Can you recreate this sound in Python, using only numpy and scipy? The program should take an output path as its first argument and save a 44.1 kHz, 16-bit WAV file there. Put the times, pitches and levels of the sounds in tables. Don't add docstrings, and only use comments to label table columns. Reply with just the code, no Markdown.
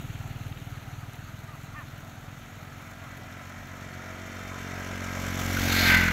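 import sys
import numpy as np
from scipy import signal
from scipy.fft import rfft, irfft, next_fast_len
from scipy.io import wavfile
from scipy.ndimage import uniform_filter1d, map_coordinates

SR = 44100
rng = np.random.default_rng(int(sys.argv[2]) if len(sys.argv) > 2 else 0)


def invert_db(level):
    return 10 ** (np.asarray(level, dtype=float) / 20)


def log_audio(samples):
    frames = np.atleast_2d(samples).T
    limited = np.clip(frames, -1, 1)
    pcm = np.round(limited * 32767).astype(np.int16)
    wavfile.write(sys.argv[1], SR, pcm)


N = 269892
T = np.arange(N) / SR

# time_s, rate_hz
BIKE_RATE = [(1.5, 46.29), (2.5, 46.4), (3.5, 46.04), (4.3, 46.09), (5.0, 45.69), (5.4, 45.5),
             (5.65, 45.66), (5.8, 45.26), (5.95, 44.07), (6.12, 42.66)]
# multiple_of_firing_rate, approaching_db, abreast_db, past_db
BIKE_ORDERS = [(1, -8, -7, 1.5), (2, 2, 1, 5), (3, -6, -7.5, -5), (4, -5.5, -17, 3), (5, -2.5, -2.5, 2),
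               (6, -6.5, -5.5, -5.5), (7, -16, -10, -8.5), (8, -21, -20, -9), (9, -25.5, -17, -33),
               (10, -31, -17, -21), (11, -20, -38, -28)]
# multiple_of_firing_rate, under_whirr_db, under_rattle_db
GEARS = [(11.98, -23, -35), (14.16, -18, -46), (15.94, -18.5, -33), (20.08, -23, -33), (22.07, -19, -37),
         (28.03, -14, -34), (30.65, -19, -25), (33.2, -26, -31), (35.15, -16, -9.5), (37.07, -18, -17.5),
         (39.2, -20, -40), (40.9, -22, -17), (42.8, -17.5, -27), (45.85, -30, -14), (46.85, -32, -15),
         (47.9, -23, -16), (49.65, -19, -21), (51.45, -20, -21), (53.5, -30, -21), (57.9, -37, -24),
         (68.2, -24.5, -30), (78, -24, -28), (80, -33, -28), (95.3, -27, -29)]
# frequency_hz, density_db_per_hz
WHIRR = [(180, -69), (300, -3.5), (434, -6.5), (636, -1), (858, -10), (1100, -6), (1370, 0), (1820, -5.5),
         (2030, -1.5), (2900, -16), (3630, -20.5), (4610, -43.5), (5200, -20.5), (6760, -29), (11400, -120)]
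HISS = [(2000, -22), (2700, -6), (3300, -7), (4000, -11.5), (4800, -14), (5600, -6), (6500, -6.5),
        (7500, -10), (8900, -20.5), (10300, -14), (12600, -3), (14000, -9.5), (15700, -10)]
RATTLE = [(300, -43), (500, -23), (650, -26), (850, -18), (1100, -19), (1330, -10.5), (1520, -3),
          (1720, -7.5), (2020, -3.5), (2300, -6), (2600, -13), (3200, -20.5), (4200, -50)]
FINS = [(2800, -25), (3300, -13), (3620, -1.5), (3950, -6), (4300, 0.5), (4550, -8), (4900, -6),
        (5500, -25)]
# time_s, rate_hz
CHUG_RATE = [(0.0, 19.25), (0.5, 19.23), (1.1, 19.27), (1.25, 19.89), (1.45, 20.23), (2.0, 20.27),
             (2.6, 20.22), (3.3, 20.19), (4.2, 19.87)]
# multiple_of_firing_rate, level_db
CHUG_ORDERS = [(2, -4.5), (3, -41), (4, -3), (5, 3), (6, 2.5), (7, 2.5), (8, -3), (9, -10.5), (10, -28),
               (11, -19), (12, -19), (13, -20), (14, -23), (15, -12)]
# frequency_hz, density_db_per_hz
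CLATTER = [(1000, -30), (1500, 5), (2200, 3), (2800, 5.5), (3500, -6), (4100, -10), (5000, -30)]
# start_s, length_s, pitch_hz, level_db, bill_opening_db
QUACKS = [
    (.70, .09, 331, -54, -4),
    (.98, .065, 333, -52, -7),
    (1.47, .095, 307, -50.5, -18),
    (1.736, .098, 306, -43, 2),
    (3.02, .07, 283, -49, -8),
]
# frequency_hz, width_hz, level_db
THROAT = [(1215, 380, 0)]
BILL = [(1760, 180, 4), (2370, 390, -5), (2690, 330, -6)]
# time_s, peak_db, frequency_hz
SMACKS = [(0.4349, -39, 3040), (0.5247, -36, 2740), (0.5731, -34, 2760), (0.6165, -40, 2700),
          (0.6699, -44, 2630), (0.7234, -46, 3080), (0.828, -41, 2820), (0.9373, -40, 2720),
          (1.096, -40, 2400), (1.1423, -39, 2900), (1.924, -49, 2390), (2.0304, -49, 2360)]
# time_s, peak_db, frequency_hz
STONE = [
    (5.5697, -25.5, 1427),
]
# time_s, peak_db
TICKS = [(0.3745, -44), (0.9604, -52), (1.3834, -53), (1.6337, -41), (2.0053, -49), (2.5834, -52),
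         (2.6654, -50), (2.8639, -43), (2.9554, -53), (3.6735, -42), (3.9504, -46), (4.2394, -46),
         (4.4358, -41), (4.4747, -39), (4.6894, -44), (4.7915, -38)]
# frequency_hz, density_db_per_hz
FIELD_TONE = [(180, -25), (300, -12.5), (454, -11.5), (722, 0), (1110, -8.5), (1290, 0), (1790, -8),
              (1980, -8), (2760, -11.5), (4240, -14.5), (5010, -25.5), (6530, -15), (9240, -30.5),
              (12000, -22), (15700, -27.5)]
RUMBLE = [(4, -15), (20, -13), (30, -11), (45, 2.5), (65, -6), (120, -0.5), (250, -6), (330, -12),
          (450, -15), (600, -46)]

SPEED, GAP_M = 14, 3.1
# loudest_s, level_db, beam (under 0 forwards, over 0 sideways), loss_db_per_10_m, past_shade_db
EXHAUST, FRAME = (5.79, -26.8, -.04, .1, -1), (5.8, -38, .1, .3, 1.5)
INTAKE, CHAIN = (5.45, -36.2, -.78, 2.5, -1), (5.95, -24.5, 3.3, .1, 9)
FAN, TYRES = (5.865, -29.2, .06, 1.5, -4), (5.76, -36.5, .6, .1, -4)
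CASING, COOLING = (5.91, -21.8, 2.3, .1, 2), (5.855, -19, 3.6, .1, -2)
FLASH_S, FLASH_LENGTH_S, FLASH_DB = 5.94, .03, 5.5
CHUG_DB, CHUG_DOUBLES_S, CHUG_LOSS_DB = -37, 2.5, 1.6
ATTACK, RELEASE, EDGE_DB, SAG, SCOOP, BILL_SHUT_DB, BILL_LEAK_DB = .1, .1, -10, .34, .075, -16, -2.5
ROUGH_HELD, ROUGH_EDGE = .21, .4
WASH_DB, RUMBLE_DB, FIZZ_DB = -52, -57, -63.5
CHUG_WASH_DB, CHUG_RUMBLE_DB, CHUG_FIZZ_DB = -13.5, -10, -26


def motorbike():
    cycle = np.cumsum(curves(BIKE_RATE)[0]) / SR - .82
    past = np.clip((T - 5.75) / 0.34, 0, 1)
    swell = np.cos(2 * np.pi * (cycle - .25))
    whirr_db = together(part_db(INTAKE), part_db(CHAIN))
    flash = np.exp(-((T - FLASH_S) / FLASH_LENGTH_S) ** 2)
    rattle_db = part_db(CASING) + FLASH_DB * flash
    noises = bike_whirr(cycle, swell, whirr_db - 8.3 * past) + bike_hiss(swell)
    noises = noises + bike_casing(cycle, swell, rattle_db)
    return bike_exhaust(cycle) + noises + bike_gears(cycle, past, whirr_db, rattle_db)


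def bike_exhaust(cycle):
    pulse = np.zeros(N)
    for k, *dbs in BIKE_ORDERS:
        gain = np.interp(T, (5.3, 5.78, 6.06), invert_db(np.array(dbs)))
        pulse -= gain * np.sin(2 * np.pi * k * cycle)
    return invert_db(part_db(EXHAUST) - 1.5) * uneven(cycle, scatter_db=0.5) * pulse


def bike_whirr(cycle, swell, whirr_db):
    locked = 0.55 * repeating(cycle, count=9) + 0.88 * patchy(1.8)
    return invert_db(whirr_db - 2) * coloured(invert_db(2.5 * swell) * locked, WHIRR)


def bike_hiss(swell):
    hiss_db = part_db(FAN)
    hiss = coloured(invert_db(1.8 * swell + 2.3 * wobble(250)) * patchy(1.5), HISS)
    top = filtered(hiss, lambda hz: 1 / (1 + (9500 / (hz + 1)) ** 8))
    lost_db = 0.81 * np.minimum(hiss_db + 24.5, 0)
    return invert_db(hiss_db - 1) * (hiss - top + invert_db(lost_db) * top)


def bike_casing(cycle, swell, rattle_db):
    noise = 0.51 * repeating(cycle, count=40) + 1.3 * patchy(1.56)
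    shakes = invert_db(1.7 * swell + 1.5 * wobble(150)) * noise
    rattle = invert_db(rattle_db - 2.0) * coloured(shakes, RATTLE)
    fins = invert_db(part_db(COOLING) - 9.5) * coloured(shakes, FINS)
    return rattle + fins


def bike_gears(cycle, past, whirr_db, rattle_db):
    far = invert_db(whirr_db + 3.2 - 20 * past)
    near = invert_db(rattle_db + 2.5)
    shaky = 0.5 + .3 * past
    close = .008 * invert_db(part_db(CASING) - CASING[1])
    song = np.zeros(N)
    for k, far_db, near_db in GEARS:
        gain = (far * invert_db(far_db) + near * invert_db(near_db)) * (1 + 0.35 * wobble(4.5))
        song += gain * np.sin(2 * np.pi * k * cycle + (shaky + k * close) * wobble(12))
    return song


def part_db(part):
    loudest_s, db, beam, loss_db, shade_db = part
    metres = np.hypot(SPEED * (T - loudest_s), GAP_M)
    past = np.clip((T - loudest_s) * SPEED / GAP_M, 0, 1)
    spreading_db = (1 + beam) * 20 * np.log10(metres / GAP_M)
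    return db - spreading_db - loss_db * (metres - GAP_M) / 10 + shade_db * past


def chug():
    cycle = np.cumsum(curves(CHUG_RATE)[0]) / SR - .97
    thump = np.zeros(N)
    for k, db in CHUG_ORDERS:
        thump += invert_db(db) * np.sin(2 * np.pi * k * cycle + .06 * (k - 7) ** 2)
    since_firing = (cycle + .05 * wobble(9)) % 1
    tick = invert_db(-60 * since_firing / .7) * uneven(cycle, scatter_db=1.6)
    clatter = invert_db(-17 - 3.3 * T) * coloured((tick + 0.45) * patchy(1.1), CLATTER)
    return invert_db(chug_db()) * (uneven(cycle, scatter_db=1) * unit(thump) + clatter)


def chug_db():
    return CHUG_DB - 20 * np.log10(1 + T / CHUG_DOUBLES_S) - CHUG_LOSS_DB * T


def quacks():
    inner, outer = np.zeros(N), np.zeros(N)
    flutter = 1 + .003 * wobble(90)
    for start, length, *call in QUACKS:
        on = (T > start) & (T < start + length)
        pitch, db, rough, open_db = call_shape((T[on] - start) / length, *call)
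        cycle = np.cumsum(pitch * flutter[on]) / SR
        pulses = sum(np.cos(2 * np.pi * k * cycle) for k in range(2, 12))
        air = (1 + np.cos(2 * np.pi * cycle)) * rng.standard_normal(N)[on] * 5
        voice = invert_db(db + 3.0) * ((1 - rough) * pulses + rough * air)
        inner[on] = voice
        outer[on] = invert_db(open_db) * voice
    return resonant(inner, THROAT) + resonant(outer, BILL)


def call_shape(u, pitch_hz, db, open_db):
    held = np.minimum(np.minimum(u / ATTACK, (1 - u) / RELEASE), 1)
    opened = np.sin(np.pi * u) ** 2
    sag = SAG * np.minimum(u, .88) ** 4
    scoop = SCOOP * invert_db(open_db) * np.clip((.26 - u) / .11, 0, 1)
    pitch = pitch_hz * (1 - sag - scoop)
    level = db + EDGE_DB * (1 - held) + BILL_LEAK_DB * invert_db(open_db) * opened
    rough = ROUGH_EDGE + (ROUGH_HELD - ROUGH_EDGE) * held
    return pitch, level, rough, open_db + BILL_SHUT_DB * (1 - opened)


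def resonant(x, modes):
    def response(f):
        total = 0
        for k, (centre, width, db) in enumerate(modes):
            mode = 1j * f * width / (centre * centre - f * f + 1j * f * width)
            total = total + (-1) ** k * invert_db(db / 2) * mode
        return total ** 2
    return filtered(x, response)


def dabbling():
    smack, tick = np.zeros(N + 900), np.zeros(N + 900)
    t = np.arange(900) / SR
    for s, db, hz in SMACKS:
        tone = sum(np.sin(2 * np.pi * ratio * hz * t + 6 * rng.random()) for ratio in (.68, .9, 1, 1.16, 1.35))
        smack[round(s * SR):][:900] += invert_db(db - 4 - 60 * t / 0.014) * (1 - np.exp(-t / 0.0011)) * tone
    for s, db, hz in STONE:
        ring = np.sin(2 * np.pi * 1.04 * hz * t)
        smack[round(s * SR):][:900] += invert_db(db + 5 - 60 * t / .06) * (1 - np.exp(-t / .0006)) * ring
    for s, db in TICKS:
        tick[round(s * SR):][:900] += invert_db(db + 3 - 60 * t / .0035) * rng.standard_normal(900)
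    return smack[:N] + filtered(tick[:N], lambda hz: hz ** 4 / (hz ** 4 + 10500.0 ** 4))


def field():
    wash_db = together(WASH_DB, chug_db() + CHUG_WASH_DB, part_db(TYRES))
    rumble_db = together(RUMBLE_DB, chug_db() + CHUG_RUMBLE_DB, part_db(FRAME))
    fizz_db = together(FIZZ_DB, chug_db() + CHUG_FIZZ_DB)
    wash = invert_db(wash_db) * coloured(patchy(1.73), FIELD_TONE)
    rumble = invert_db(rumble_db) * coloured(patchy(1.2), RUMBLE)
    strokes = invert_db(3 * np.tanh(1.2 * wobble(70)) + 3.9 * wobble(350)) * patchy(1.6)
    bright = filtered(strokes, lambda hz: hz ** 2 / (hz ** 2 + 5000 ** 2))
    sieve = invert_db(fizz_db) * coloured(bright, FIELD_TONE)
    return water_spits() + wash + sieve + rumble


def water_spits():
    drops = (rng.random(N) < 40 / SR) * rng.exponential(1, N)
    bursts = np.convolve(drops, invert_db(-60 * T[:300] / .005))[:N] * rng.standard_normal(N)
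    return invert_db(-53) * filtered(bursts, lambda hz: hz ** 6 / (hz ** 6 + 13000.0 ** 6))


def together(*dbs):
    return 10 * np.log10(sum(invert_db(db) ** 2 for db in dbs))


def unit(x):
    return x / np.sqrt(np.mean(x ** 2) + 1e-20)


def curves(rows):
    s, *cols = np.transpose(rows)
    return [np.interp(T, s, c) for c in cols]


def wobble(rate):
    coarse = T[::16]
    knots = rng.standard_normal(int(N * rate / SR) + 4)
    return np.interp(T, coarse, map_coordinates(knots, [coarse * rate]))


def filtered(x, response):
    m = next_fast_len(N + 8192)
    return irfft(rfft(x, m) * response(np.fft.rfftfreq(m, 1 / SR)), m)[:N]


def coloured(x, spectrum):
    f, db = np.transpose(spectrum)
    return unit(filtered(x, lambda hz: invert_db(np.interp(np.log(hz + 1), np.log(f), db, -120, -120))))


def patchy(patchy_db):
    z = signal.stft(rng.standard_normal(N + 512), nperseg=512)[2]
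    patches = uniform_filter1d(uniform_filter1d(rng.standard_normal(z.shape), 6, 0), 8, 1)
    return unit(signal.istft(z * invert_db(patchy_db * unit(patches)), nperseg=512)[1][:N])


def uneven(cycle, scatter_db):
    return invert_db(scatter_db * map_coordinates(rng.standard_normal(int(cycle[-1]) + 4), [cycle + 1]))


def repeating(cycle, count):
    patterns = rng.standard_normal((count + 1, 961))
    return unit(map_coordinates(patterns, [T / T[-1] * count, cycle % 1 * 960], order=1))


def scene():
    return (motorbike() + chug() + quacks() + dabbling() + field())[None]


def band_limit(x):
    return signal.sosfilt(signal.butter(12, 16460, fs=SR, output="sos"), x)


def record(dry):
    top_hz = 15750
    mix = filtered(dry[0], lambda hz: hz < top_hz)[None]
    return band_limit(mix)


dry = scene()
out = record(dry)
log_audio(out)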